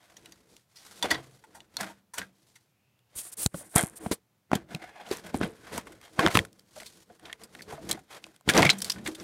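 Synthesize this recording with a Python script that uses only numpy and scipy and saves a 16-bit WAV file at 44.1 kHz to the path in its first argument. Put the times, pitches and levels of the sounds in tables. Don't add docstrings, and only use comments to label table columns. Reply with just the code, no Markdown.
import sys
import numpy as np
from scipy import signal
from scipy.fft import rfft, irfft
from scipy.io import wavfile

SR = 44100
rng = np.random.default_rng(int(sys.argv[2]) if len(sys.argv) > 2 else 0)


def gain_from_db(level_db):
    decades = np.asarray(level_db, float) / 20
    return 10 ** decades


def wav_record(signal):
    frames = np.transpose(np.atleast_2d(signal))
    bounded = np.clip(frames, -1, 1)
    quanta = np.round(bounded * 32767).astype(np.int16)
    wavfile.write(sys.argv[1], SR, quanta)


N = 407043
PORT_HZ = 8700


def evened(x):
    return x / np.sqrt(np.mean(x ** 2) + 1e-20)


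def peaked(x):
    return x / (abs(x).max() + 1e-20)


def coloured(x, points):
    f, db = np.transpose(points)
    hz = np.fft.rfftfreq(len(x), 1 / SR)
    gain_db = np.interp(np.log(hz + 1), np.log(f + 1), db)
    return evened(irfft(rfft(x) * gain_from_db(gain_db), len(x)))


def resonate(x, hz, width_hz):
    r = np.exp(-np.pi * width_hz / SR)
    return signal.lfilter([1 - r * r, 0, r * r - 1], [2, -4 * r * np.cos(2 * np.pi * hz / SR), 2 * r * r], x)


def treble(x, hz):
    return signal.sosfilt(signal.butter(2, hz, "high", fs=SR, output="sos"), x)


def add(mix, s, sound):
    part = mix[max(round(s * SR), 0):][:len(sound)]
    part += sound[:len(part)]


def crackle(per_s, spread_db, grain_s, smooth):
    snap_here = rng.random(N) < per_s / SR
    size = gain_from_db(spread_db * np.minimum(rng.exponential(1, N), 4)) * snap_here
    level = signal.lfilter([1], [1, -np.exp(-1 / (grain_s * SR))], size)
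    return (evened(level) + smooth) * rng.standard_normal(N)


def swell(t, start, length, peak, edge_db, lift_db_per_s):
    u = (t - start) / length
    from_peak = np.where(u < peak, (peak - u) / peak, (u - peak) / (1 - peak))
    outside_s = np.maximum(np.maximum(start - t, t - start - length), 0)
    return -edge_db * np.minimum(from_peak, 1) ** 2 - lift_db_per_s * outside_s


# (time [s], body peak [dB], main ring [Hz], scatter t60 before limits [s], treble relative to body [dB])
CLICK_HITS = [(0.1673, -36, 6600, 0.026, -5), (0.2582, -40.5, 2830, 0.016, 2.5),
              (0.3215, -37.5, 6400, 0.025, -0.5), (0.7572, -40.5, 5100, 0.26, 0),
              (1.027, -29.5, 973, 0.049, -4.5), (1.0255, -15, 3490, 0.037, -6.5),
              (1.1035, -18.5, 4650, 0.097, -6), (1.1095, -17.5, 1940, 0.04, -1),
              (1.144, -28, 3820, 0.032, -11), (1.151, -33, 1970, 0.022, -21),
              (1.438, -47.5, 870, 0.061, -4), (1.5468, -46.5, 815, 0.13, 5),
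              (1.604, -37.5, 2930, 0.017, -8.5), (1.7684, -18, 4150, 0.0068, -2.5),
              (1.8082, -30, 1700, 0.034, 8), (1.896, -49.5, 930, 0.058, 5.5), (2.1361, -42, 1040, 0.11, 13),
              (2.1815, -29, 3040, 0.045, 7.5), (2.2155, -30, 1590, 0.022, -35),
              (2.228, -38.5, 1590, 0.06, -34), (2.5552, -49.5, 2090, 0.074, 5),
              (3.185, -25.5, 7050, 0.067, 0.5), (3.4617, -5, 7000, 0.003, -3),
              (3.543, -30.5, 577, 0.025, -31), (3.6091, -41, 604, 0.033, -27),
              (3.7606, -12, 610, 0.0036, -27), (3.7773, -27, 2030, 0.039, -3),
              (3.835, -35.5, 730, 0.02, -12), (4.0617, -23, 710, 0.01, -22), (4.1133, -23.5, 576, 0.025, 2),
              (4.516, -16, 718, 0.0091, -16.5), (4.5326, -10, 790, 0.0063, -17.5),
              (4.552, -24.5, 3320, 0.032, 2.5), (4.7481, -20.5, 2430, 0.009, -6),
              (5.063, -41, 3030, 0.04, -24), (5.1125, -24.5, 4750, 0.014, -6),
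              (5.17, -32, 5950, 0.015, 4.5), (5.2632, -37.5, 1610, 0.06, -1),
              (5.3431, -18, 794, 0.008, -18), (5.413, -22, 1460, 0.0088, -32),
              (5.431, -21.5, 1564, 0.028, -20), (5.7773, -25, 950, 0.03, 5),
              (5.869, -34.5, 1070, 0.045, -8.5), (5.92, -47, 1462, 0.044, 2.5),
              (6.192, -9, 1086, 0.03, -10.5), (6.2632, -5, 1090, 0.0034, -15),
              (6.2737, -12.5, 1290, 0.0038, -10), (6.2825, -20, 2000, 0.008, -4),
              (6.3522, -8.5, 1295, 0.035, -10), (6.372, -4, 1470, 0.0068, -6),
              (6.39, -7.5, 1930, 0.012, -10.5), (6.45, -32, 1420, 0.02, 1),
              (6.761, -38.5, 620, 0.094, -38.5), (6.8, -34.5, 2000, 0.025, -5),
              (6.8165, -39, 1490, 0.012, -12), (6.82, -40, 620, 0.036, -40),
              (6.859, -35.5, 4300, 0.1, -1.5), (7.098, -46.5, 710, 0.06, -32.5),
              (7.2538, -35.5, 3490, 0.041, -16), (7.296, -36.5, 1770, 0.066, -33),
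              (7.328, -26.5, 1970, 0.015, -6), (7.4353, -36.5, 5000, 0.045, 4.5),
              (7.5498, -34, 1820, 0.017, -4), (7.592, -39, 2050, 0.028, -36),
              (7.6082, -34, 1740, 0.0057, -25), (7.6203, -34.5, 4430, 0.03, -2),
              (7.7245, -30, 446, 0.093, -11), (7.7775, -37.5, 650, 0.058, -44), (7.89, -22, 6600, 0.053, 1),
              (7.9118, -15, 4130, 0.027, 2), (7.9274, -23.5, 4100, 0.019, 1.5),
              (7.971, -37, 760, 0.084, -38), (8.2407, -29, 2570, 0.013, -8),
              (8.4892, -7, 1930, 0.019, -7.5), (8.4948, -10.5, 1660, 0.047, -2),
              (8.5364, -19.5, 3600, 0.015, -5), (8.5567, -21, 2020, 0.013, -8),
              (8.567, -11.5, 688, 0.0042, -8), (8.5762, -6.5, 5780, 0.021, -6),
              (8.5917, -9.5, 930, 0.005, -28), (8.622, -14.5, 3370, 0.011, -3),
              (8.6285, -4.5, 2160, 0.0093, -35), (8.6505, -10.5, 2080, 0.031, -7.5),
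              (8.6635, -10, 2270, 0.035, -27), (8.6925, -5, 2270, 0.013, -19),
              (8.699, -5, 4020, 0.046, -12.5), (8.7838, -31, 5840, 0.043, 4),
              (8.8035, -29, 4840, 0.015, -1), (8.818, -19, 5300, 0.028, 4), (8.8449, -18, 4450, 0.04, -0.5),
              (8.898, -11.5, 4950, 0.036, -6), (8.9175, -21.5, 5300, 0.033, -2),
              (8.9598, -37.5, 1490, 0.036, -30), (8.983, -39, 1790, 0.03, -7),
              (9.061, -22.5, 2070, 0.053, -15), (9.074, -22.5, 1930, 0.027, 1),
              (9.148, -33.5, 3570, 0.049, -0.5), (9.199, -34, 5640, 0.021, -12)]
# (time [s], body peak [dB], main ring [Hz])
TICK_HITS = [(0.566, -38, 7500), (2.991, -56, 3320), (5.974, -60, 638), (6.014, -43, 1210),
             (6.529, -46, 5160), (6.594, -43.5, 4780), (6.832, -37, 2000), (7.196, -47, 1770),
             (7.992, -43, 1460), (8.266, -43, 600), (8.3622, -45.5, 3300), (8.41, -47, 690)]
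TICK_T60_S, TICK_TREBLE_DB = 0.0089, 1.5


def clicks():
    out, t = np.zeros(N), np.arange(7000) / SR
    hits = CLICK_HITS + [(*tick, TICK_T60_S, TICK_TREBLE_DB) for tick in TICK_HITS]
    dull = signal.butter(2, 6000, fs=SR, output="sos")
    for (s, db, hz, t60, treble_db), grit in zip(hits, rng.standard_normal((len(hits), len(t)))):
        length = np.clip(t60, .004, .2)
        scatter = gain_from_db(-60 * t / length) * (1 - np.exp(-t / (0.024 * length)))
        crack = gain_from_db(1.5 - 60 * t / 0.0033)
        blow = grit * (abs(grit) * scatter + crack) * (1 - np.exp(-t / 0.00019))
        near = resonate(resonate(blow, hz, 2.2 * hz), hz, 2 * hz)
        touch_db = 5 * grit[-len(HOUSING_MODES):]
        rings = resonate(blow, hz, .13 * hz) + gain_from_db(2) * housing(near, touch_db, length)
        ping = resonate(blow, hz, max(0.045 * hz, 2 / length))
        ping *= np.linalg.norm(rings) / np.linalg.norm(ping)
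        ping_db = -3 + .5 * max(-6 - treble_db, 0)
        body = rings + gain_from_db(-1.0) * near + gain_from_db(ping_db) * ping
        top = resonate(treble(blow, 3200), PORT_HZ, 3800) + gain_from_db(-6.5) * treble(blow, 9500)
        add(out, s, gain_from_db(db) * (peaked(signal.sosfilt(dull, body)) + gain_from_db(treble_db) * peaked(top)))
    return out


# (frequency [Hz], level [dB], decay scale before limits [s])
HOUSING_MODES = [(457, 10, 0.0099), (688, 11.5, 0.011), (1023, 2, 0.013), (1484, 6, 0.0066),
                 (1720, -10.5, 0.0078), (2084, 0, 0.0032), (2510, -5.5, 0.0035), (3200, 0, 0.0061),
                 (3600, -5, 0.017), (4540, -12.5, 0.014), (5950, -16, 0.072)]


def housing(x, weights_db, held_s=np.inf):
    out = 0
    for (hz, db, decay_s), weight_db in zip(HOUSING_MODES, weights_db):
        width_hz = 1.7 / min(max(decay_s, .008), held_s)
        out = out + gain_from_db(db + weight_db) * resonate(x, hz, width_hz)
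    return out


# (frequency [Hz], level [dB], decay scale [s])
CASTING_MODES = [(930, 2.5, 0.22), (1400, -7, 0.13), (1790, -10.5, 0.094), (1930, 0, 0.087),
                 (2870, -10, 0.063), (3490, -4.5, 0.12), (3900, -8.5, 0.15), (4300, -4.5, 0.095),
                 (4650, -3.5, 0.15), (5780, -0.5, 0.069)]
CASTING_UNTIL_S = 2.7


def casting(blows):
    early = blows * (np.arange(N) < CASTING_UNTIL_S * SR)
    ring = sum(gain_from_db(db) * np.sqrt(decay_s) * resonate(early, hz, 5 / min(decay_s, .15))
               for hz, db, decay_s in CASTING_MODES)
    return ring * np.linalg.norm(early) / np.linalg.norm(ring)


def engine_bay(x):
    t = np.arange(SR // 3) / SR
    signs = rng.choice([-1., 0, 0, 0, 0, 0, 0, 0, 0, 1.], len(t))
    taps = signs * gain_from_db(-60 * t / 0.041) * (t > .002)
    return signal.oaconvolve(x, taps / np.linalg.norm(taps))[:N]


# (time of envelope peak [s], swing level [dB], frequency [Hz], t60, at least 0.015 [s])
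KNOCKS = [(1.0469, -26.5, 338, 0.062), (1.12, -24, 321, 0.057), (1.14, -42.5, 131.4, 0.61),
          (1.812, -37, 194.6, 0.19), (1.833, -54, 197, 0.84), (2.2, -46, 191, 0.4), (3.159, -40, 78, 0.047),
          (3.4616, -5.5, 123.5, 0.015), (3.544, -26, 177, 0.059), (3.7599, -9, 188.2, 0.021),
          (3.836, -18, 162, 0.028), (4.0652, -21.5, 211, 0.025), (4.1139, -14.5, 314, 0.013),
          (4.517, -20.5, 233, 0.018), (4.532, -10.5, 270, 0.011), (4.5547, -22.5, 188.0, 0.035),
          (4.746, -26.5, 159, 0.066), (5.113, -20, 385, 0.05), (5.3455, -17, 257, 0.036),
          (5.413, -13, 275, 0.012), (5.784, -28, 239, 0.017), (6.1905, -16, 172, 0.017),
          (6.206, -23, 469, 0.12), (6.2657, -18.5, 168, 0.042), (6.2756, -31, 287, 0.013),
          (6.3537, -13.5, 120.5, 0.044), (6.3754, -18, 151, 0.014), (6.3976, -20.5, 96, 0.05),
          (7.2445, -44, 404, 0.03), (7.733, -35, 147.5, 0.12), (7.9476, -35.5, 324, 0.079),
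          (8.478, -17.5, 193, 0.013), (8.491, -15, 190, 0.011), (8.56, -22, 287, 0.15),
          (8.5824, -16, 375, 0.036), (8.6043, -9, 181, 0.065), (8.633, -12, 178.0, 0.014),
          (8.6527, -17, 143, 0.14), (8.727, -34.5, 193.3, 0.43), (9.0842, -28, 319, 0.18)]


def thumps():
    out, t = np.zeros(N), np.arange(-400, 12000) / SR
    for (s, db, hz, t60), grit in zip(KNOCKS, rng.standard_normal((len(KNOCKS), len(t)))):
        shove = 0.33 * gain_from_db(-60 * abs(t) / 0.0071)
        swing = shove + np.sin(2 * np.pi * hz * t) + 0.43 * evened(resonate(grit, hz, 84))
        envelope_db = np.where(t < 0, 60 * t / 0.0058, -60 * t / max(t60, .015))
        add(out, s + t[0], gain_from_db(db) * swing * gain_from_db(envelope_db))
    return treble(out, 64)


# (frequency [Hz], level per Hz [dB])
RUSTLE_SPECTRUM = [(240, -39), (400, -4), (650, 5.5), (1280, 4), (1990, 4), (5000, -25), (6500, -36.5),
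                   (11000, -120)]
SIZZLE_SPECTRUM = [(2350, -12.5), (4000, -6), (9810, -9), (14700, -14.5), (15800, -19.5)]
RUMBLE_SPECTRUM = [(15, -65.5), (25, -27.5), (54, -1), (274, -1.5), (454, -12.5), (600, -8), (780, -37.5),
                   (1320, -120)]
# (frequency [Hz], level [dB], width [Hz])
CASE_MODES = [(197, 0.5, 38), (326, 2, 34), (440, -3, 46)]


def handling():
    rustle_gain, sizzle_gain, rumble_gain = motion()
    snaps = crackle(per_s=140, spread_db=1.5, grain_s=0.007, smooth=0.9)
    lumps = crackle(per_s=150, spread_db=2.5, grain_s=.012, smooth=1.2)
    steps = np.arange(0, N + 3000, 3000)
    grip_db = [np.interp(np.arange(N), steps, w)
               for w in rng.uniform(-18, 8, (len(HOUSING_MODES), len(steps)))]
    plastic = coloured(housing(snaps, grip_db), [(3000, -4.0), (7000, -9.5)])
    rustle = evened(coloured(snaps, RUSTLE_SPECTRUM) + gain_from_db(3.0) * plastic)
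    hum = sum(gain_from_db(db + w) * resonate(lumps, hz, width) for (hz, db, width), w in zip(CASE_MODES, grip_db))
    rumble = evened(coloured(lumps, RUMBLE_SPECTRUM) + gain_from_db(3.5) * evened(hum))
    sizzle = coloured(snaps, SIZZLE_SPECTRUM)
    return rustle_gain * cupped(rustle) + sizzle_gain * sizzle + rumble_gain * rumble


# (time [s], rustle level [dB], sizzle relative to rustle [dB], weight on the case relative to rustle [dB])
LOOM_TUGS = [(1.043, -34, -10.5, -6.5), (1.118, -26.5, -15, -9), (1.808, -32, -6, -39),
             (2.184, -39, -2, -7), (3.772, -23, -36, -11.5), (4.537, -37, -13.5, 5),
             (5.126, -37, -1.5, -6.5), (5.351, -46, -8, 17.5), (5.423, -35.5, -16.5, 4.5),
             (6.204, -29, -12, -4), (6.351, -34, 2, 8.5), (7.901, -36, -6, -3), (8.491, -35.5, -2.5, 8),
             (8.591, -26.5, -45, 2), (8.701, -29.5, -8, -30), (9.064, -44, 6.5, 4)]
TUG_RISE_DB_PER_S, TUG_FALL_DB_PER_S = 900.5, [298.5, 312, 201.5]
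# (start [s], length [s], rustle level [dB],
# sizzle relative to rustle [dB], weight on the case relative to rustle [dB])
HAND_SLIDES = [(-.1, 0.44, -63.5, -2.5, -8.5), (0.064, 0.53, -68, 2.5, 9.5), (0.459, 0.2, -77, 15.5, 16),
               (0.686, 0.69, -61, 8, -4.5), (1.123, 0.51, -71.5, 4.5, 5.5), (1.42, 0.37, -67, -3, 8),
               (1.697, 0.31, -55, -2.5, 3), (2.261, 0.52, -81.5, 12.5, 6), (3.079, 0.33, -60, -1.5, -3.5),
               (3.36, 0.13, -55, -16, 3), (3.502, 0.23, -54.5, -22, 2.5), (3.77, 0.3, -57.5, -32, -2),
               (3.983, 0.2, -53, -30, 8), (4.108, 0.039, -36.5, 6, 5.5), (4.679, 0.14, -48.5, -10.5, 2),
               (4.762, 0.23, -46, -14, -10.5), (4.862, 0.32, -49, -17, -17), (5.042, 0.2, -51.5, 0, -1),
               (5.22, 0.13, -51.5, -5, -1), (5.33, 0.58, -70, 2, -7), (5.523, 0.32, -64, -1.5, 9),
               (5.616, 0.24, -47.5, -8.5, -12), (5.699, 0.14, -39.5, -5, -0.5),
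               (5.74, 0.38, -62, -2.5, 10.5), (5.991, 0.13, -53.5, -5, -11), (6.074, 0.19, -68.5, 8.5, 10),
               (6.198, 0.14, -27, -16.5, -3), (6.289, 0.1, -38.5, -3, -14), (6.433, 0.48, -76.5, 5.5, 8),
               (6.683, 0.33, -66.5, 12.5, 8.5), (6.921, 0.16, -71, 12.5, 10.5), (7.043, 0.2, -74.5, 7, 12),
               (7.188, 0.22, -56, -7.5, 0.5), (7.373, 0.12, -57.5, -1, 1.5), (7.462, 0.38, -63, 4, 9.5),
               (7.658, 0.14, -45.5, -7.5, -5), (7.746, 0.36, -62.5, 3, 17), (8.086, 0.13, -45.5, -4.5, -13),
               (8.156, 0.29, -66.5, 1.5, 5.5), (8.506, 0.22, -22, -11.5, -4), (8.732, 0.31, -56, 8, 6),
               (8.914, 0.18, -59.5, -8, 14.5), (9.143, 0.42, -47, 1, 5)]


def motion():
    t = np.arange(0, N, 44) / SR
    power, fall = np.zeros((3, len(t))), np.array(TUG_FALL_DB_PER_S)[:, None]
    for s, db, sizzle_db, weight_db in LOOM_TUGS:
        shape_db = np.where(t < s, TUG_RISE_DB_PER_S * (t - s), -fall * (t - s))
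        power += gain_from_db(db + np.array([[0], [sizzle_db], [weight_db]]) + shape_db) ** 2
    for s, length, db, sizzle_db, weight_db in HAND_SLIDES:
        shape_db = swell(t, s, length, peak=0.34, edge_db=25, lift_db_per_s=505)
        power += gain_from_db(db + np.array([[0], [sizzle_db], [weight_db]]) + shape_db) ** 2
    return [np.interp(np.arange(N) / SR, t, np.sqrt(p)) for p in power]


CUP_FROM_S, CUP_TO_S, CUP_FADE_S = 4.64, 5.09, .03
CUP_HZ, CUP_SHIFT = 775, .08
CUP_ECHO, CUP_DULL = .5, .35


def cupped(x):
    echoes = []
    for hz in CUP_HZ * (1 - CUP_SHIFT), CUP_HZ * (1 + CUP_SHIFT):
        back = np.zeros(round(SR / hz))
        back[0], back[1], back[-1] = 1, -CUP_DULL, -CUP_ECHO * (1 - CUP_DULL)
        echoes.append(evened(signal.lfilter([1, -CUP_DULL], back, x)))
    steps = np.arange(0, N, 2000)
    tight = np.interp(np.arange(N), steps, rng.random(len(steps)))
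    share = np.interp(np.arange(N) / SR,
                      [CUP_FROM_S - CUP_FADE_S, CUP_FROM_S, CUP_TO_S, CUP_TO_S + CUP_FADE_S], [0, 1, 1, 0])
    return (1 - share) * x + share * (tight * echoes[1] + (1 - tight) * echoes[0])


# (start [s], length [s], skin hiss level [dB])
STROKES = [(3.154, 0.067, -37.5), (3.206, 0.1, -46), (3.318, 0.025, -42.5), (3.371, 0.103, -35),
           (3.468, 0.099, -68), (3.539, 0.09, -45.5), (3.63, 0.057, -54.5), (3.693, 0.17, -51),
           (3.869, 0.094, -62.5), (3.957, 0.031, -46), (4.002, 0.1, -52), (4.121, 0.028, -40)]
# (frequency [Hz], level per Hz [dB])
SKIN_SPECTRUM = [(1000, -19.5), (2300, -18.5), (6300, -9.5), (9100, 4), (12000, -8.5), (15500, -17.5)]
FIRM_SPECTRUM = [(5000, -19.5), (12000, -4), (15500, -3)]


def rubs():
    skin = crackle(per_s=320, spread_db=5.0, grain_s=0.0019, smooth=4.5)
    t = np.arange(0, N, 44) / SR
    power = 0
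    for s, length, db in STROKES:
        shape_db = swell(t, s, length, peak=0.54, edge_db=9.5, lift_db_per_s=6008)
        power = power + gain_from_db(db + shape_db) ** 2
    level = np.interp(np.arange(N) / SR, t, np.sqrt(power))
    firmness = np.sqrt(level / gain_from_db(-36.5))
    return level * (coloured(skin, SKIN_SPECTRUM) + firmness * coloured(skin, FIRM_SPECTRUM))


# (start [s], length [s], gap before growth and jitter [s], level before fade, soft start and scatter [dB])
KICK_RUNS = [(3.755, 0.15, 0.0032, -1.5), (5.338, 0.085, .0055, -31), (5.427, 0.1, 0.0034, -33)]
KICK_COUNT, GAP_GROWTH, GAP_JITTER = 24, 1.052, .3
KICK_FADE_DB, KICK_SCATTER_DB, SOFT_START_DB = 1.0, 7, 7


def kick_runs():
    out, t, k = np.zeros(N), np.arange(300) / SR, np.arange(KICK_COUNT)
    for start, length, gap, first_db in KICK_RUNS:
        late, scatter = rng.uniform(-1, 1, (KICK_COUNT, 2)).T
        gaps = gap * GAP_GROWTH ** k
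        times = start + np.cumsum(gaps) - gaps[0] + GAP_JITTER * gaps * late
        soft_db = SOFT_START_DB * np.maximum(2 - k, 0)
        levels_db = first_db - KICK_FADE_DB * k - soft_db + KICK_SCATTER_DB * scatter
        for s, db, grit in zip(times, levels_db, rng.standard_normal((KICK_COUNT, 300))):
            kick = (1 + 2.5 * grit) * gain_from_db(-60 * t / 0.00026) * (s < start + length)
            ring = resonate(resonate(kick, PORT_HZ, 2500), 11000, 6200)
            add(out, s, gain_from_db(db) * peaked(ring))
    return out


# (start [s], length [s], level at the middle [dB], first pitch [Hz], rise [Hz/s], half-width [Hz])
AIRY_WHINE = (2.6, .62, -81, 2330, 1000, 130)


def whine():
    start, length, db, hz, rise, width = AIRY_WHINE
    t, out = np.arange(0, length, 1 / SR), np.zeros(N)
    phase = 2 * np.pi * np.cumsum(hz + rise * t) / SR
    low_pass = signal.butter(1, width, fs=SR, output="sos")
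    slow = signal.sosfilt(low_pass, rng.standard_normal((2, len(t))))
    band = evened(slow[0] * np.cos(phase) + slow[1] * np.sin(phase))
    add(out, start, gain_from_db(db) * np.sqrt(np.hanning(len(t))) * band)
    return out


# (frequency [Hz], level per Hz [dB])
SHOP_SPECTRUM = [(18, -56.5), (30, -37), (117, -4.5), (164, -12.5), (197, -11), (230, -18), (9190, -35.5),
                 (15500, -29)]


def shop():
    return gain_from_db(-71.5) * coloured(rng.standard_normal(N), SHOP_SPECTRUM)


def scene():
    blows = clicks()
    struck = blows + gain_from_db(-31.5) * engine_bay(blows) + casting(blows) + thumps()
    return (struck + handling() + rubs() + kick_runs() + whine() + shop())[None]


def band_limit(x):
    return signal.sosfilt(signal.butter(12, 16480, fs=SR, output="sos"), x)


def record(dry):
    soft = signal.sosfilt(signal.butter(2, 13000, fs=SR, output="sos"), dry)
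    narrow = signal.oaconvolve(soft, signal.firwin(255, 15900, fs=SR)[None], "same")
    return band_limit(narrow)


dry = scene()
out = record(dry)
wav_record(out)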